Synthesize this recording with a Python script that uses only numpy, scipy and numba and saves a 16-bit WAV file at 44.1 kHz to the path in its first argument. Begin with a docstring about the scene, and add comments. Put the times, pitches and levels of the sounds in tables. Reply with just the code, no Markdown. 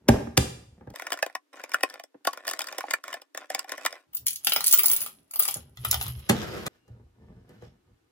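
"""Plastic beams snap onto pins on a table top: each snap rings three bands of beam modes, over random small ticks.
Coins ring and knock as they are poured into a plastic box, which is set down, slid along and winched up.
A wheel pushed home in a plastic frame booms in the table, which later rumbles faintly; rubbing is noise and grains.
Five hard-cut shots, each with its own room tail and low cut, are heard close by in stereo over steady air noise."""
import sys
import numpy as np
from scipy import signal
from scipy.fft import rfft, irfft, next_fast_len
from scipy.io import wavfile
from scipy.ndimage import uniform_filter1d
from numba import njit

SR = 44100
rng = np.random.default_rng(int(sys.argv[2]) if len(sys.argv) > 2 else 0)


def to_wav(s):
    """Save 16-bit WAV."""
    ch = np.atleast_2d(s).T  # columns
    pcm = np.round(np.clip(ch, -1, 1) * 32767)  # PCM
    wavfile.write(sys.argv[1], SR, pcm.astype(np.int16))


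N = 357651
LEAD = 300  # samples of grazing before the main contact

# shots, each lasting until the next: [start t/s, room t60/s, room level/dB, low cut f/Hz, right channel delay/ms]
SHOTS = [(0, 0.5, -12, 41.2, 0.06), (0.938, 0.067, -11.5, 302, 0.063), (4.068, 0.17, -4.5, 57.2, 0.11),
         (5.752, 0.13, -5.5, 46.7, 0.175), (6.682, 0.15, -6, 45, 0.17)]
# nominal modes of plastic beam, coin box and table top: [f/Hz, relative level/dB, t60/s]
BEAM = [(404, -16, 0.005), (612, -8.5, 0.016), (752, -2.5, 0.043), (1099, -5.5, 0.082), (1440, 3, 0.012),
        (1863, 8.5, 0.012), (2345, -2.5, 0.034), (2900, -4.5, 0.018), (3560, -4.5, 0.025),
        (5160, 0.5, 0.011), (6020, -1.5, 0.003), (7800, 5.5, 0.0034), (10300, -4.5, 0.003)]
BOX = [(878, -16, 0.1), (1357, -1.5, 0.036), (2376, -7, 0.02), (3130, 13, 0.011), (3410, 11.5, 0.02),
       (4070, 18, 0.0068), (5060, 19, 0.0087), (5930, 11.5, 0.004)]
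TABLE = [(78, -7.5, 0.16), (118.8, -1, 0.16), (165, -1.5, 0.04), (191, 0.5, 0.09), (233, 3.5, 0.13),
         (278, 3.5, 0.053), (393, 4, 0.044), (484, 0.5, 0.034), (568, -3, 0.03), (800, 0.5, 0.03),
         (1150, -8, 0.029), (1590, -1.5, 0.013)]


def snaps():
    """Pins click into beams; where the beam is held decides which modes sound. Small ticks fill in at random."""
    # plastic snaps: [t/s, middle modes peak level/dB, low modes level/dB, high modes level/dB; both re middle]
    snap_events = [(0.941, -42.5, 9, -2), (0.96, -28, -35, 6), (0.998, -21.5, -38, -9),
                   (1.022, -24, -8, -5), (1.069, -20, -32, -8), (1.105, -25, -26, -5),
                   (1.122, -14.5, -11.5, -1), (1.131, -20.5, -7.5, 2.5), (1.14, -23, -5, -2),
                   (1.175, -27.5, -18.5, -4.5), (1.19, -27, -25, -10), (1.228, -10, -4, -9),
                   (1.264, -22.5, -1, -3.5), (1.299, -33.5, -5, -27), (1.353, -17.5, -9, -2.5),
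                   (1.538, -56, 15, 11.5), (1.597, -34, -2.5, -24), (1.639, -20, -6, -8.5),
                   (1.695, -36, -14.5, 4.5), (1.719, -28, -27, 1), (1.738, -23.5, -9.5, 2),
                   (1.7447, -6, -17.5, -12), (1.809, -28, -10, -4.5), (1.834, -7, -5, 0.5),
                   (1.901, -42, -19, 15), (1.941, -31, -5, 3), (1.998, -28.5, -4.5, -8),
                   (2.039, -41, 2.5, 12.5), (2.252, -21.5, -7, -2), (2.273, -7, -5, -1.5),
                   (2.334, -25.5, -15, -1), (2.375, -26.5, -9, -6), (2.452, -30, -21, -5),
                   (2.471, -27.5, -4, 8), (2.48, -16, -12.5, 3), (2.491, -29, -2, 12),
                   (2.5, -31.5, -27, 15), (2.513, -17.5, -14.5, 5), (2.536, -22, -12, 4.5),
                   (2.593, -19.5, -15, 7.5), (2.607, -20, -10, -6), (2.619, -30, -11, 13),
                   (2.643, -30, -25, 3), (2.672, -26, -25, 3.5), (2.687, -25.5, -20, -1),
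                   (2.727, -24, -7, -0.5), (2.785, -14, -8.5, -0.5), (2.808, -20, -18, -7.5),
                   (2.84, -41, 18, -16), (2.91, -16.5, -30, 5.5), (2.938, -11.5, -25, -1.5),
                   (3.04, -25.5, -17, 0), (3.081, -22, -45, -2), (3.13, -19.5, -31.5, -9),
                   (3.142, -25.5, -4, 4), (3.219, -37.5, -3, 2.5), (3.349, -26.5, -6, -4),
                   (3.376, -22.5, -10, 2), (3.503, -22.5, -1.5, 7), (3.549, -18, -4.5, 10),
                   (3.594, -23.5, -27, 10.5), (3.645, -34, -0.5, -4), (3.695, -27.5, -9, 4),
                   (3.721, -21, -10, 3.5), (3.78, -25, -8.5, -5), (3.852, -15.5, -6.5, -1.5),
                   (3.863, -8, -46.5, 0.5), (3.928, -29.5, -5, 5)]
    # fingers shifting beams: [start t/s, end t/s, level/dB]
    handling = [(.95, 1.2, -48.5), (1.25, 1.31, -57.5), (1.535, 1.65, -51), (1.69, 1.96, -52.5),
                (2.28, 2.41, -52), (2.45, 2.95, -48.5), (3.05, 3.15, -47), (3.36, 3.43, -50.5),
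                (3.5, 3.6, -46.5), (3.68, 3.96, -47.5)]
    scrape_db = -6.5  # fine bright scraping, re ticks
    out = np.zeros((2, N))
    low, mid, high = BEAM[:3], BEAM[3:8], BEAM[8:]
    chances = rng.standard_normal((len(snap_events), 700))
    for (s, db, low_db, high_db), chance in zip(snap_events, chances):
        pan_db = .5 + 1.5 * chance[59]
        mid_blow = blow(mid, chance, 4., 0.05, 0.0015, 0.6, graze_s=.0007)
        low_blow = blow(low, chance, 4., 0.06, 0.0012, 0)
        high_blow = blow(high, chance, 0.83, 0.045, 0.00028, 0.25, graze_s=0.0014)
        add(out, s, undb(db) * mid_blow, pan_db)
        add(out, s, undb(db + low_db) * low_blow, pan_db)
        add(out, s, undb(db + high_db) * high_blow, pan_db)
    scrape = chatter(BEAM[6:], 1500., 6., .1, channels=2)
    ticks = chatter(BEAM[1:10], 900., 3.5, 0.06, soft_s=.00012)
    level = bouts(handling, rise_db_s=1999.5, fall_db_s=300.5)
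    return out + level * (ticks + undb(scrape_db) * scrape)


def coins():
    """Each clink rings short coin modes and one thin high mode, and knocks the box; sliding coins jingle."""
    # clinks: [t/s, ring peak level/dB, box knock level/dB re ring, top mode level/dB re ring, top mode nominal f/Hz]
    clinks = [(4.134, -42, 1, 4, 15000), (4.1489, -22.5, -15, 7, 15050), (4.17, -20.5, -43, -13, 14350),
              (4.262, -23, -35, -18, 14400), (4.2682, -7, -37, -7, 14600), (4.2832, -8.5, -43, -18, 15600),
              (4.3074, -17.5, -42, -10, 15000), (4.3315, -21.5, -32, -11, 14470),
              (4.3597, -19, -29.5, -17, 15500), (4.4477, -8.5, -22.5, -15, 15200),
              (4.4708, -7.5, 2, -9, 14400), (4.4964, -12, -41, -9, 15200), (4.5212, -17, 10, -6, 15230),
              (4.5353, -10, -35, -4, 15300), (4.5623, -17.5, 10.5, 1.5, 14900),
              (4.607, -16.5, 3.5, -7, 15270), (4.643, -8.5, -9, -14, 15200),
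              (4.6643, -10.5, -43, -7, 15000), (4.6696, -4, -33, -11, 14250), (4.6807, -5, -47, -16, 14500),
              (4.713, -9.5, -58, -3, 15120), (4.727, 3, -26, -28, 15100), (4.7325, -12, -3, 8, 15700),
              (4.7372, -2, -9.5, -1, 15350), (4.776, -9.5, -28, -10, 15800), (4.786, -14, -31, 7, 14500),
              (4.7928, -11, -2.5, -5, 15800), (4.81, -22, -19, -5.5, 15700), (4.835, -8.5, -31, 0, 15360),
              (4.8428, -19.5, 3, -5, 15300), (4.859, -4, -42, -3, 15100), (4.8828, -5.5, -15, -10, 15400),
              (4.9002, -14, -3.5, 3, 15700), (4.9152, -4, -28, -9, 14420), (4.9339, -9.5, -11.5, 0, 15300),
              (4.964, -9, -48, -8, 14950), (5.006, -17, -40, -9, 15400), (5.018, -21, -7.5, 3, 15000),
              (5.0633, -23, -2.5, -6, 15100), (5.3111, -28.5, -12, -3, 14200), (5.3373, -21, -8, -8, 13200),
              (5.359, -18, -4.5, 0, 13800), (5.3953, -10, -31, 5.5, 15260), (5.4004, -15.5, -1, -9, 15100),
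              (5.4245, -13, -14.5, -13, 15500), (5.434, -14, -19, -9, 13960), (5.4534, -13, -7, -16, 14230),
              (5.4794, -10.5, -13, -8, 13800), (5.4867, -12, -2, -19, 13990),
              (5.5102, -12.5, -28, -19, 15410), (5.5425, -13.5, -25, -14, 14050),
              (5.5696, -26.5, -12, -22, 13540), (5.7727, -45.5, 16.5, -26, 15040),
              (5.8501, -15, 3.5, -5, 14500), (5.913, -2, -26, -17, 15600), (5.929, -11.5, -1.5, -13, 14370),
              (5.943, -15.5, 8, -9, 15300), (6.013, -20.5, 6, -2, 14200), (6.027, -19, -26, -9, 15500),
              (6.0648, -31.5, 9, -21, 15020), (6.0816, -21, -18, -9, 14000), (6.1936, -38, -9, -8, 14300)]
    # nominal coin modes: [f/Hz, relative level/dB, t60/s]
    coin = [(7000, 4.5, 0.0026), (8300, 2.5, 0.0032), (10390, 10.5, 0.047), (10890, 1, 0.011),
            (11700, 10, 0.026), (11580, 5, .014), (12600, 1, .01)]
    # coins sliding over each other: [start t/s, end t/s, jingle level/dB, box chatter level/dB]
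    pours = [(4.48, 4.64, -46.5, -50.5), (4.66, 5.03, -37, -48.5), (5.41, 5.52, -45, -50),
             (5.86, 6.08, -42.5, -47.5), (6.12, 6.26, -58, -58.5)]
    sing_t60_s = 0.072  # the top mode, a thin high ring with its own pitch in each clink
    box_dulling_db_s = 10.5  # the filling box loses its upper modes
    out = np.zeros((2, N))
    chances = rng.standard_normal((len(clinks), 700))
    for (s, db, box_db, sing_db, sing_hz), chance in zip(clinks, chances):
        pan_db = .5 + 2. * chance[59]
        ring = blow(coin, chance, 3., 0.025, 0.0012, 1., graze_s=.0009)
        sing = blow([(sing_hz, 0, sing_t60_s)], chance, 0, .004, .003, 0, graze_s=.002)
        dull_db = box_dulling_db_s * (s - clinks[0][0])
        box = [(hz, mode_db - dull_db * (hz > 2500), t60) for hz, mode_db, t60 in BOX]
        knock = blow(box, chance, 3., .05, .0015, .8, graze_s=.0008)
        add(out, s, undb(db) * ring, pan_db)
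        add(out, s, undb(db + sing_db) * sing, pan_db)
        add(out, s, undb(db + box_db) * knock, pan_db + 1.5)
    jingle = chatter(coin, 900., 4., .04)
    box_chatter = chatter(BOX, 500., 4., .06, soft_s=.0001, channels=2)
    out += bouts(pours, 283, 178.5, column=2) * jingle
    return out + bouts(pours, 283, 178.5, column=3) * box_chatter


def table():
    """Blows crack plastic, boom in the table top and set the frame shuddering; lighter rocking murmurs."""
    # blows reaching the table: [t/s, level/dB, crack level/dB, crack treble level/dB, boom level/dB; last three re level]
    thumps = [(0.088, -1, -1.5, -17.5, -6.5), (0.272, -28, -25, -40, -5.5), (0.376, -10, 10.5, 3.5, -1),
              (0.81, -41.5, -23, -34, -12), (0.873, -33, -28, -30, -1), (0.904, -44.5, -2, 2.5, 4),
              (2.144, -41, -40, -50, 16), (5.558, -35, -6, -8, -5), (6.296, -9, 3, -14, -7.5),
              (6.666, -29, 10.5, -23, -9.5), (6.88, -52, 0.5, -15, -6.5), (7.493, -49, -0.5, -8.5, -7),
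              (7.623, -38.5, -9.5, -22, -5)]
    # frame and box rocking: [start t/s, end t/s, boom level/dB, upper modes level/dB]
    rocking = [(0.005, .06, -62, -64), (.5, .75, -52.5, -65.5), (.79, .93, -69, -54),
               (4.09, 4.12, -74, -77), (4.22, 4.3, -61, -63.5), (4.48, 5.2, -79, -66.5),
               (5.57, 5.7, -56, -65), (5.84, 6.09, -38, -55), (6.16, 6.18, -41.5, -56),
               (6.4, 6.68, -68.5, -47), (6.9, 7.03, -51.5, -60), (7.22, 7.42, -52.5, -56),
               (7.5, 7.56, -66.5, -58), (7.62, 7.7, -54.5, -65.5), (7.88, 7.91, -61.5, -68.5),
               (8.0, 8.11, -73, -89)]
    shudder_delay_s, shudder_boom_db, shudder_upper_db = 0.011, -35, -18  # levels re blow
    out, opposed = np.zeros((2, N)), np.zeros((2, N))

    def soften(x):
        """A heavy thing pushes long: smooth twice over 9 samples."""
        return uniform_filter1d(uniform_filter1d(x, size=9), size=9)

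    chances = rng.standard_normal((len(thumps), 700))
    for (s, db, crack_db, treble_db, boom_db), chance in zip(thumps, chances):
        body = soften(blow(TABLE[3:], chance, 0.27, 0.0052, 0.0075, 0))
        boom = soften(blow(TABLE[:3], chance, 0.27, 0.051, 0.0026, 0))
        knock = blow(TABLE[6:10], chance[::-1], 1.5, 0.015, 0.0018, 0)
        side = soften(blow(TABLE[6:], chance[::-1], 0.65, 0.033, 0.0038, 0))
        crack = blow(BEAM[3:9], chance, 1, .1, .003, 6., graze_s=.0018)
        treble = blow(BEAM[9:], chance, 0, .12, .002, 5., graze_s=.0018)
        add(out, s + 0.001, undb(db) * body)
        add(out, s + 0.0065, undb(db + boom_db) * boom)
        add(out, s, undb(db - 6) * knock)
        add(opposed, s + 0.002, undb(db - 4.5) * side)
        add(out, s, undb(db + crack_db) * crack)
        add(out, s, undb(db + treble_db) * treble)
    shudder = [(s + shudder_delay_s, s + shudder_delay_s, db + shudder_boom_db, db + shudder_upper_db)
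               for s, db, *_ in thumps]

    def level(column):
        """Gain of rocking plus shudder."""
        return bouts(rocking, 246, 164.5, column) + bouts(shudder, 1194.5, 167, column)

    low_murmur = level(column=2) * chatter(TABLE[:2], 200., .8, .04, soft_s=.004)
    high_murmur = level(column=3) * chatter(TABLE[2:], 410.0, 1.2, 0.1, soft_s=0.00014)
    # higher modes move the top in opposite senses under the two microphones
    return out + opposed * [[1], [-1]] + low_murmur + high_murmur


def rubbing():
    """Box and string rub: gritty friction noise, stick-slip grains ringing box and table, one thin pulley squeak."""
    # rubbing: [start t/s, end t/s, hiss gain/dB, low modes level/dB, high modes level/dB]
    rubs = [(6.33, 6.43, -42, -56, -46), (6.43, 6.6, -43, -42.5, -52), (6.6, 6.68, -47, -60, -58),
            (6.7, 6.76, -69, -90, -80), (6.88, 6.93, -79.5, -69, -84), (7.22, 7.5, -86, -87, -84),
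            (7.5, 7.58, -67, -78, -84), (7.62, 7.65, -65.5, -65, -66)]
    # friction hiss spectrum: [f/Hz, relative level/dB per Hz]
    hiss_spectrum = [(200, -7.5), (540, -9.5), (900, -20), (1600, -15), (4000, -26.5), (11000, -35.5),
                     (14000, -31), (16500, -50)]
    # string squeaking on its pulley: [start t/s, end t/s, gain/dB]
    squeaks = [(6.81, 6.88, -71)]
    squeak_hz = 2808  # mean
    grit = undb(2.0 * unit(uniform_filter1d(rng.standard_normal(N), size=500)))
    # part common to both microphones, part different
    hiss = coloured(hiss_spectrum, channels=1) + 1.01 * coloured(hiss_spectrum, channels=2)
    low = chatter(TABLE[7:9] + BOX[:2], 350., 4., .015)
    high = chatter(BOX[2:], 900., 3.5, .06, channels=2)
    waver = 1 + 0.013 * uniform_filter1d(rng.standard_normal(N), size=100)
    squeak = np.sin(2 * np.pi * np.cumsum(squeak_hz * waver) / SR)
    out = bouts(squeaks, rise_db_s=200, fall_db_s=600) * squeak
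    for column, layer in enumerate((grit * hiss, low, high), start=2):
        out = out + bouts(rubs, 380, 229, column) * layer
    return out


def air():
    """Steady background noise, strongest near 263 Hz, independent in the two channels."""
    # air noise spectrum: [f/Hz, relative level/dB per Hz]
    air_spectrum = [(120, -66), (200, -42), (263, 0), (529, -16.5), (933, -19), (1370, -19.5), (13800, -34),
                    (16000, -46.5)]
    level_db = -73.5
    return undb(level_db) * coloured(air_spectrum, channels=2)


def blow(modes, chance, scatter_db, detune, contact_s, crack, graze_s=0.0004):
    """One blow of peak 1: a crack and modes of random share, driven by a flurry of contacts."""
    # chance: partial detuning from 0, mode shares from 40, contacts from 60
    hz, db, t60 = (c[:, None] for c in partials(modes, chance, detune))
    share = np.repeat(chance[40:40 + len(modes)], 3)[:, None]
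    t = np.arange(int(t60.max() * SR)) / SR
    envelope = undb(db + scatter_db * share - 60 * t / t60)
    ring = (envelope * np.sin(2 * np.pi * hz * t)).sum(0)
    ring[1:4] += crack * np.abs(ring).max() * np.array([1, 1, .4])
    since = (np.arange(len(chance) - 60) - LEAD) / SR
    contact_decay = np.exp(np.where(since < 0, since / graze_s, -since / contact_s))
    flurry = chance[60:] ** 3 * contact_decay
    flurry[LEAD] = 4  # main contact
    out = signal.fftconvolve(ring, flurry)
    # small things radiate no bass
    out = signal.sosfilt(signal.butter(2, 0.7 * modes[0][0], "high", fs=SR, output="sos"), out)
    return out / np.abs(out).max()


def chatter(modes, rate_hz, spread_db, detune, soft_s=0., channels=1):
    """Random tiny contacts of uneven size ring the modes, whose pitch shifts as the pieces move; rms 1."""
    size_db = spread_db * np.minimum(rng.exponential(size=(channels, N)), 4)
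    struck = rng.random((channels, N)) < rate_hz / SR
    hits = struck * rng.standard_normal((channels, N)) * undb(size_db) + 1e-18  # offset avoids denormals
    hits = uniform_filter1d(hits, 1 + int(soft_s * SR))  # a soft contact pushes longer
    hz, db, t60 = partials(modes, np.zeros(60), 0)
    hold = SR // 25  # samples per pitch
    bent_hz = hz[:, None] * (1 + detune * rng.standard_normal((len(hz), N // hold + 1)))
    turn = 2 * np.pi * np.clip(bent_hz, 0, .45 * SR) / SR
    keep = undb(-60 / (t60 * SR))
    return unit(np.array([resonate(h, turn, keep, undb(db), hold) for h in hits]))


def partials(modes, bend, detune):
    """Each mode is a cluster of three partials, spread by bend."""
    hz, db, t60 = np.repeat(modes, 3, axis=0).T
    return np.minimum(hz * (1 + detune * bend[:len(hz)]), .45 * SR), db, t60


@njit
def resonate(hits, turn, keep, gain, hold):
    """Sum of decaying modes whose pitch (radians per sample) is set anew every hold samples."""
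    out = np.zeros(len(hits))
    for m in range(len(keep)):
        z = 0j
        for b in range(turn.shape[1]):
            p = keep[m] * np.exp(1j * turn[m, b])
            for i in range(b * hold, min((b + 1) * hold, len(hits))):
                z = z * p + hits[i]
                out[i] += gain[m] * z.imag
    return out


def coloured(points, channels):
    """Noise of rms 1 with a spectrum given on a log-frequency axis."""
    hz, db = np.transpose(points)
    size = next_fast_len(N)
    axis_hz = np.maximum(np.arange(size // 2 + 1) * SR / size, 1)
    shape = undb(np.interp(np.log(axis_hz), np.log(hz), db))
    white = rng.standard_normal((channels, size))
    return unit(irfft(rfft(white) * shape, size)[:, :N])


def undb(db):
    """Amplitude ratio of a level in dB."""
    return 10 ** (np.asarray(db) / 20)


def unit(x):
    """Scale to rms 1."""
    return x / np.sqrt(np.mean(x ** 2))


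def add(out, s, sound, pan_db=0.):
    """Lay a blow into both channels, main contact at s, left louder for positive pan; it stops at a cut."""
    i = int(s * SR) - LEAD
    sound = sound[:int(next_cut(s) * SR) - i]
    out[:, i:i + len(sound)] += sound * undb([[pan_db / 2], [-pan_db / 2]])


def bouts(rows, rise_db_s, fall_db_s, column=2):
    """Gain along time: each bout rises to its level, holds from start to end and falls away, or stops at a cut."""
    t, rows = np.arange(N) / SR, np.array(rows)
    start, end = rows[:, :1], rows[:, 1:2]
    off_db = rise_db_s * np.maximum(start - t, 0) + fall_db_s * np.maximum(t - end, 0)
    gain = undb(rows[:, column, None] - off_db)
    return (gain * (t < next_cut(start))).max(0)


def next_cut(s):
    """Time in s of the cut that ends the shot sounding at s."""
    cuts = np.array([row[0] for row in SHOTS] + [N / SR])
    return cuts[np.searchsorted(cuts, s, side="right")]


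def shot(x, t60_s, room_db, cut_hz, delay_ms):
    """One shot: decaying-noise room tail, later direct arrival on the right, low cut."""
    t = np.arange(int(t60_s * SR)) / SR
    noise = rng.standard_normal((2, SR))[:, :len(t)]
    dull = signal.sosfilt(signal.butter(1, 5000, fs=SR, output="sos"), noise)
    # soft furnishings swallow the treble sooner
    treble = 0.49 * (noise - dull) * undb(-25 * t / t60_s)
    mid, side = (dull + treble) * undb(-60 * t / t60_s) * (t > .002)
    # long waves reach both microphones alike
    side = signal.sosfilt(signal.butter(4, 350, "high", fs=SR, output="sos"), side)
    tail = np.array([mid + side, mid - side])
    tail = tail / np.sqrt((tail ** 2).sum(1, keepdims=True))
    wet = signal.fftconvolve(x, tail, axes=1)[:, :x.shape[1]]
    taps = np.arange(-24, 25)
    # windowed sinc: fractional-sample delay
    late = [np.sinc(taps - d) * np.clip(1 - ((taps - d) / 16) ** 2, 0, 1) ** 2
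            for d in (0, delay_ms * SR / 1000)]
    direct = signal.fftconvolve(x, np.array(late), mode="same", axes=1)
    low_cut = signal.butter(6, cut_hz, "high", fs=SR, output="sos")
    return signal.sosfilt(low_cut, direct + undb(room_db) * wet)


def scene():
    """Each shot is cut from its own stretch: nothing rings on across a cut."""
    dry = snaps() + coins() + table() + rubbing() + air()
    cuts = [int(row[0] * SR) for row in SHOTS] + [N]
    shots = [shot(dry[:, a:b], *row[1:]) for row, a, b in zip(SHOTS, cuts, cuts[1:])]
    return np.concatenate(shots, axis=1)


def record(dry):
    """The recorder rounds the loudest peaks and cuts the top."""
    top_hz = 16150
    rounded = .92 * np.tanh(dry / .92)
    return signal.sosfilt(signal.ellip(10, .2, 80, top_hz, fs=SR, output="sos"), rounded)


dry = scene()
out = record(dry)
to_wav(out)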